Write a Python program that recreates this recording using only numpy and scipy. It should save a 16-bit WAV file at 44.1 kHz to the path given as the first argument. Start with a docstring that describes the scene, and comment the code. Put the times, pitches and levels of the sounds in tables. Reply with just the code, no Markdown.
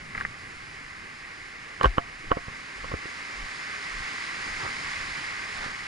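"""Water rushes from a dam outlet far below, its countless splashes merging into a rumble, a roar and a hiss.
The rush swells and brightens as a walker on top of the dam comes out of the shelter of a wall.
It is heard through a small hand-held camera, with a light breeze rolling over the microphone openings.
Fingers brush and knock the plastic casing, which creaks and rings, and a loose part rattles against it.
The shifting grip jolts the camera, and each step reaches the microphone as a dull thump."""
import sys
import numpy as np
from scipy import signal
from scipy.fft import rfft, irfft
from scipy.io import wavfile

SR = 44100
rng = np.random.default_rng(int(sys.argv[2]) if len(sys.argv) > 2 else 0)


def file_out(sig):
    """Save sig as 16-bit WAV at sys.argv[1]."""
    # one column per channel
    cols = np.atleast_2d(sig).T
    # limit, then scale
    lim = np.clip(cols, -1, 1)
    pcm = np.round(lim * 32767).astype(np.int16)
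    wavfile.write(sys.argv[1], SR, pcm)


N = 258853
TIME = np.arange(N) / SR
FREQS_HZ = np.maximum(np.fft.rfftfreq(N, 1 / SR), 1)
SIDES = np.array([[1], [-1]])   # left, right

# finger knocks on the casing: start_s, level_db (of the first 10 ms), brightness_hz
KNOCK_HITS = [(1.811, -22, 2180), (1.838, -24.5, 302), (1.8446, -17.5, 2620), (1.856, -17.5, 1490),
              (1.9814, -17, 1310), (2.312, -28, 1120), (2.316, -16, 1690), (2.37, -27.5, 690),
              (2.482, -34.5, 198), (2.843, -34, 1120), (2.916, -33, 1010), (2.9394, -28, 560),
              (3.054, -38, 282), (5.661, -38, 280)]


def from_db(db):
    """Turn decibels into a factor to multiply a sound by."""
    return 10 ** (np.asarray(db) / 20)


def rms_one(x):
    """Scale a signal so that its average size (rms) is 1."""
    return x / np.sqrt(np.mean(x ** 2) + 1e-20)


def at_each_freq(table):
    """Read a table at every frequency, with octaves evenly spaced."""
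    hz, value = np.transpose(table)
    return np.interp(np.log(FREQS_HZ), np.log(hz), value)


def swing(curve):
    """How far a level curve lies above its average at each moment, in dB."""
    db = np.interp(TIME, *np.transpose(curve))
    return db - db.mean()


def drift(rate):
    """A smooth random wobble of size 1 that turns about `rate` times a second."""
    hold = np.exp(-80 * np.pi * rate / SR)
    noise = rng.standard_normal(N // 40 + 2002)
    slow = signal.lfilter([1], [1, -2 * hold, hold * hold], noise)[2000:]
    return np.interp(np.arange(N) / 40, np.arange(len(slow)), rms_one(slow))


def add(track, start_s, sound):
    """Mix a sound into a track at the given time."""
    at = int(start_s * SR)
    track[at:at + len(sound)] += sound[:max(N - at, 0)]


def panned(sound, left_db):
    """Make a sound stereo, louder on the left than on the right by left_db."""
    return sound * from_db(SIDES * left_db / 2)


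def churning_noise(tone, churn_db, churn_rate):
    """Stereo noise at the microphone openings; its octaves swell partly together, partly alone."""
    # pitches at which the openings ring: pitch_hz, width_hz, boost_db
    resonances = [(797, 130, 4), (1176, 230, 2.5), (1550, 260, 5.5), (2000, 700, 8)]
    # how alike left and right are: pitch_hz, likeness (0 to 1)
    likeness = [(60, 0.99), (220, 0.89), (420, 1), (570, 0.63), (900, 0.89), (1150, 0.87), (1650, 0.99),
                (1850, 0.44), (2150, 1), (3100, 0.51), (5100, 0.86), (6000, 0.5), (6900, 0.56),
                (10000, 0.54)]
    # how much louder the left is: pitch_hz, left_db
    balance = [(60, 0), (200, 0.5), (400, -1.5), (750, -1), (1150, -3), (1650, -5), (2000, 2), (2600, -4),
               (3400, -3.5), (6000, -3), (6800, 0), (10000, 0)]
    boost_db = sum(db / (1 + (2 * (FREQS_HZ - hz) / width) ** 2) for hz, width, db in resonances)
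    alike = np.clip(at_each_freq(likeness), 0, 1)
    shared, opposite = rfft(rng.standard_normal((2, N)))
    spectrum = np.sqrt(1 + alike) * shared + np.sqrt(1 - alike) * opposite * SIDES
    spectrum *= from_db(at_each_freq(tone) + boost_db + SIDES * at_each_freq(balance) / 2)
    octave = np.clip(np.log2(FREQS_HZ / 50), 0, 8)
    together, out = drift(churn_rate / 2), 0
    for k in range(9):
        band = irfft(spectrum * np.maximum(1 - abs(octave - k), 0), N)
        out = out + band * from_db(churn_db * (together / 2 + drift(churn_rate)))
    return rms_one(out)


def water():
    """Far splashes merge into a rumble, a roar and a hiss; the wall blocks the high sounds most."""
    # how openly the water is heard past the wall: time_s, level_db
    openness = [(0.0, -55), (0.59, -54), (1.06, -55), (1.35, -54), (2.34, -54), (2.58, -51.5),
                (3.14, -48.5), (4.07, -44.5), (4.94, -43), (5.57, -45.5), (5.72, -47.5), (5.87, -47)]
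    # low rumble of the pool: pitch_hz, level_db
    pool_tone = [(30, -19), (80, -29), (140, -17), (230, -1.5), (310, -0.5), (450, -1), (650, -6.5),
                 (1200, -24)]
    # roar of the outflow: pitch_hz, level_db
    roar_tone = [(200, -10), (550, -17), (900, -10), (1100, -3.5), (1500, -9.5), (2100, -3.5), (2500, -6.5),
                 (3000, -11.5), (4000, -48)]
    # hiss of the spray: pitch_hz, level_db
    spray_tone = [(2000, -39), (3100, -0.5), (3900, -0.5), (4500, 0.5), (5050, 2.5), (5500, -3),
                  (6000, -6.5), (6700, -4), (7400, -8.5), (8400, -13), (9300, -11), (11000, -23)]
    swell_db = swing(openness)
    pool = from_db(-53.5 + 0.33 * swell_db) * churning_noise(pool_tone, churn_db=1.2, churn_rate=13)
    roar = from_db(-38.5 + 0.77 * swell_db) * churning_noise(roar_tone, churn_db=0.4, churn_rate=24)
    spray = from_db(-48.5 + swell_db) * churning_noise(spray_tone, churn_db=0.5, churn_rate=29)
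    return pool + roar + spray


def breeze(level_db=-55.5, gustiness=1.83):
    """Light air rolls over the microphone openings in soft lumps."""
    # rise and fall of the breeze, before gustiness widens it: time_s, level_db
    gusts = [(0.0, -55), (1.54, -60.5), (2.34, -56), (3.73, -73), (4.53, -57.5), (5.87, -59.5)]
    # deep rumble of the air: pitch_hz, level_db
    air_tone = [(20, 3), (50, -6), (95, -5), (150, -5.5), (300, -14.5), (700, -37)]
    strength = from_db(level_db + gustiness * swing(gusts))
    return strength * churning_noise(air_tone, churn_db=2.5, churn_rate=13)


def struck(tones, t, vary_db):
    """Struck plastic rings with tones that differ in strength at each blow and drop 60 dB in fade_s."""
    ring = 0
    for k, (hz, db, fade_s) in enumerate(tones):
        strength = from_db(db + vary_db * rng.standard_normal() - 60 * t / fade_s)
        ring = ring + (-1) ** k * strength * np.sin(2 * np.pi * hz * t)
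    return ring


def skid(ring, slip, slip_s):
    """A blow lands and then skids for a moment; every tiny slip starts the ring again."""
    t = TIME[:SR // 50]
    force = slip * rms_one(rng.standard_normal(len(t)) * np.exp(-t / slip_s)) / np.sqrt(len(t))
    force[0] = 1   # the blow itself
    return signal.fftconvolve(ring, force)


def rattles(brightness_hz=2400, bounce_s=0.0037, uneven=0.2, bounces=4):
    """A loose plastic part ticks softly against the casing, skids and bounces ever more weakly."""
    # runs of bounces: start_s, peak_db, fade_s
    runs = [(0.149, -22, 0.078), (0.1781, -19.5, 0.044), (0.2016, -23, .015), (0.21, -16.5, 0.048),
            (0.2505, -14, .012), (4.665, -23, 0.014)]
    # ringing tones of the loose part: pitch_hz, level_db, fade_s
    part_tones = [(1130, -4, 0.017), (1390, 7.5, 0.0033), (2000, 5, 0.0075), (2430, -9, 0.0062)]
    out, t = np.zeros(N), TIME[:SR // 20]
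    dull = signal.butter(2, brightness_hz, fs=SR, output="sos")
    for start_s, db, fade_s in runs:
        late_s = 0
        for gap_s in bounce_s * (1 + uneven * rng.uniform(-1.1, 1, bounces)):
            ring = struck(part_tones, t, vary_db=5)
            tick = signal.sosfilt(dull, skid(ring, slip=0.62, slip_s=0.003))
            add(out, start_s + late_s, from_db(db - 60 * late_s / fade_s) * tick / abs(tick).max())
            late_s += gap_s
    return out


def grainy_bursts(bursts, tone):
    """Rough noise that swells and fades with the pressure of each short push."""
    pressure = sum(from_db(db) * np.exp(-((TIME - middle_s) / half_length_s) ** 2 / 2)
                   for middle_s, db, half_length_s in bursts)
    return pressure * churning_noise(tone, churn_db=2, churn_rate=120)


def brushing():
    """Skin sticks and slips as it drags over the casing."""
    # finger strokes: middle_s, level_db, half_length_s
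    strokes = [(0.2, -42, 0.03), (1.833, -24, 0.0015), (1.856, -33.5, 0.016), (5.64, -36, 0.063)]
    # scratchy sound of skin on plastic: pitch_hz, level_db
    skin_tone = [(200, -7), (1200, 4.5), (3200, -4.5), (5000, -6.5), (7000, -16), (11000, -22)]
    return grainy_bursts(strokes, skin_tone)


def knocks(push_s=0.00093, push_gain=1.24):
    """A finger pushes the casing and sets it ringing; a soft touch dulls the blow."""
    # ringing tones of the casing: pitch_hz, level_db, fade_s
    casing_tones = [(311, -11, 0.025), (379, -2.5, 0.027), (522, -2.5, 0.027), (698, -18.5, 0.14),
                    (775, -8, 0.009), (1100, 3.5, 0.028), (1340, 0.5, 0.017), (1580, -1, 0.013),
                    (1794, -2.5, 0.0099), (2973, 2.5, 0.011), (4770, -25, .008)]
    out, t = np.zeros(N), TIME[:SR // 5]
    for start_s, db, brightness_hz in KNOCK_HITS:
        blow = struck(casing_tones, t, vary_db=3.0) + push_gain * np.exp(-t / push_s)
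        blow = skid(blow, slip=0.073, slip_s=0.016)
        blow = signal.sosfilt(signal.butter(2, brightness_hz, fs=SR, output="sos"), blow)
        opening_rms = np.sqrt(np.mean(blow[:SR // 100] ** 2))
        add(out, start_s, from_db(db) * blow / opening_rms)
    return out


def creaks(delay_s=0.005, softer_db=11.5, half_length_s=0.0089):
    """The casing creaks under the grip, and again as it springs back from each knock."""
    # squeezes of the hand: middle_s, level_db, half_length_s
    squeezes = [(1.848, -18.5, 0.005), (4.65, -36, 0.032)]
    # sound of creaking plastic: pitch_hz, level_db
    creak_tone = [(150, -10), (340, 5), (520, 0), (700, -3), (1100, 10), (1500, -2), (2000, -16.5),
                  (2500, -32), (3000, -6.5), (3700, -26), (9000, -52)]
    rebounds = [(start_s + delay_s, db - softer_db, half_length_s) for start_s, db, _ in KNOCK_HITS]
    return grainy_bursts(squeezes + rebounds, creak_tone)


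def jolts(slowing_s=0.057, uneven=0.22):
    """Each jolt swells and dies as a few uneven, slowing swings of the hand."""
    # shifts of the grip: start_s, peak_db, pitch_hz, swell_s
    shifts = [(1.853, -16, 87, 0.015), (2.93, -31, 115, 0.0095), (4.63, -38, 150, 0.0084)]
    out, t = np.zeros(N), TIME[:SR // 3]
    for start_s, db, hz, swell_s in shifts:
        pitch_hz = hz * np.exp(-t / slowing_s) * (1 + uneven * drift(27)[:len(t)])
        strength = from_db(db) * t / swell_s * np.exp(1 - t / swell_s)
        add(out, start_s, strength * np.sin(2 * np.pi * np.cumsum(pitch_hz) / SR))
    return out


def steps(count=7, first_s=2.32, gap_s=0.552, first_db=-37.5, softer_db=1, half_length_s=0.046):
    """Evenly paced steps shake the camera in the hand: short rumbles that grow softer."""
    # deep thump of a step: pitch_hz, level_db
    thump_tone = [(15, 0), (40, -2.5), (60, -17), (110, -18.5), (250, -35), (700, -67)]
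    thumps = [(first_s + k * gap_s, first_db - k * softer_db, half_length_s) for k in range(count)]
    return grainy_bursts(thumps, thump_tone)


def scene():
    """Water and air all around; knocks land more on the right, jolts more on the left."""
    handling = rattles() + brushing() + panned(knocks(), left_db=-3.0)
    handling += creaks() + panned(jolts(), left_db=3.5)
    return water() + breeze() + handling + steps()


def record(dry, lowest_hz=14, highest_hz=11100):
    """Middle pitches reach the right microphone first; the deepest bass and highest treble are cut."""
    # how far the left wave runs ahead of the right (below 0: behind): pitch_hz, lead_radians
    left_lead = [(30, 0.14), (130, -0.44), (300, -1.07), (550, -1.67), (1250, -1.8), (1830, -0.93),
                 (2150, -1.5), (3700, -0.19), (6500, 0.1)]
    phase_shift = np.exp(1j * SIDES * at_each_freq(left_lead) / 2)
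    heard = irfft(rfft(dry) * phase_shift, N)
    heard = signal.sosfilt(signal.butter(1, lowest_hz, "high", fs=SR, output="sos"), heard)
    return signal.sosfilt(signal.ellip(12, 0.2, 80, highest_hz, fs=SR, output="sos"), heard)


dry = scene()
out = record(dry)
file_out(out)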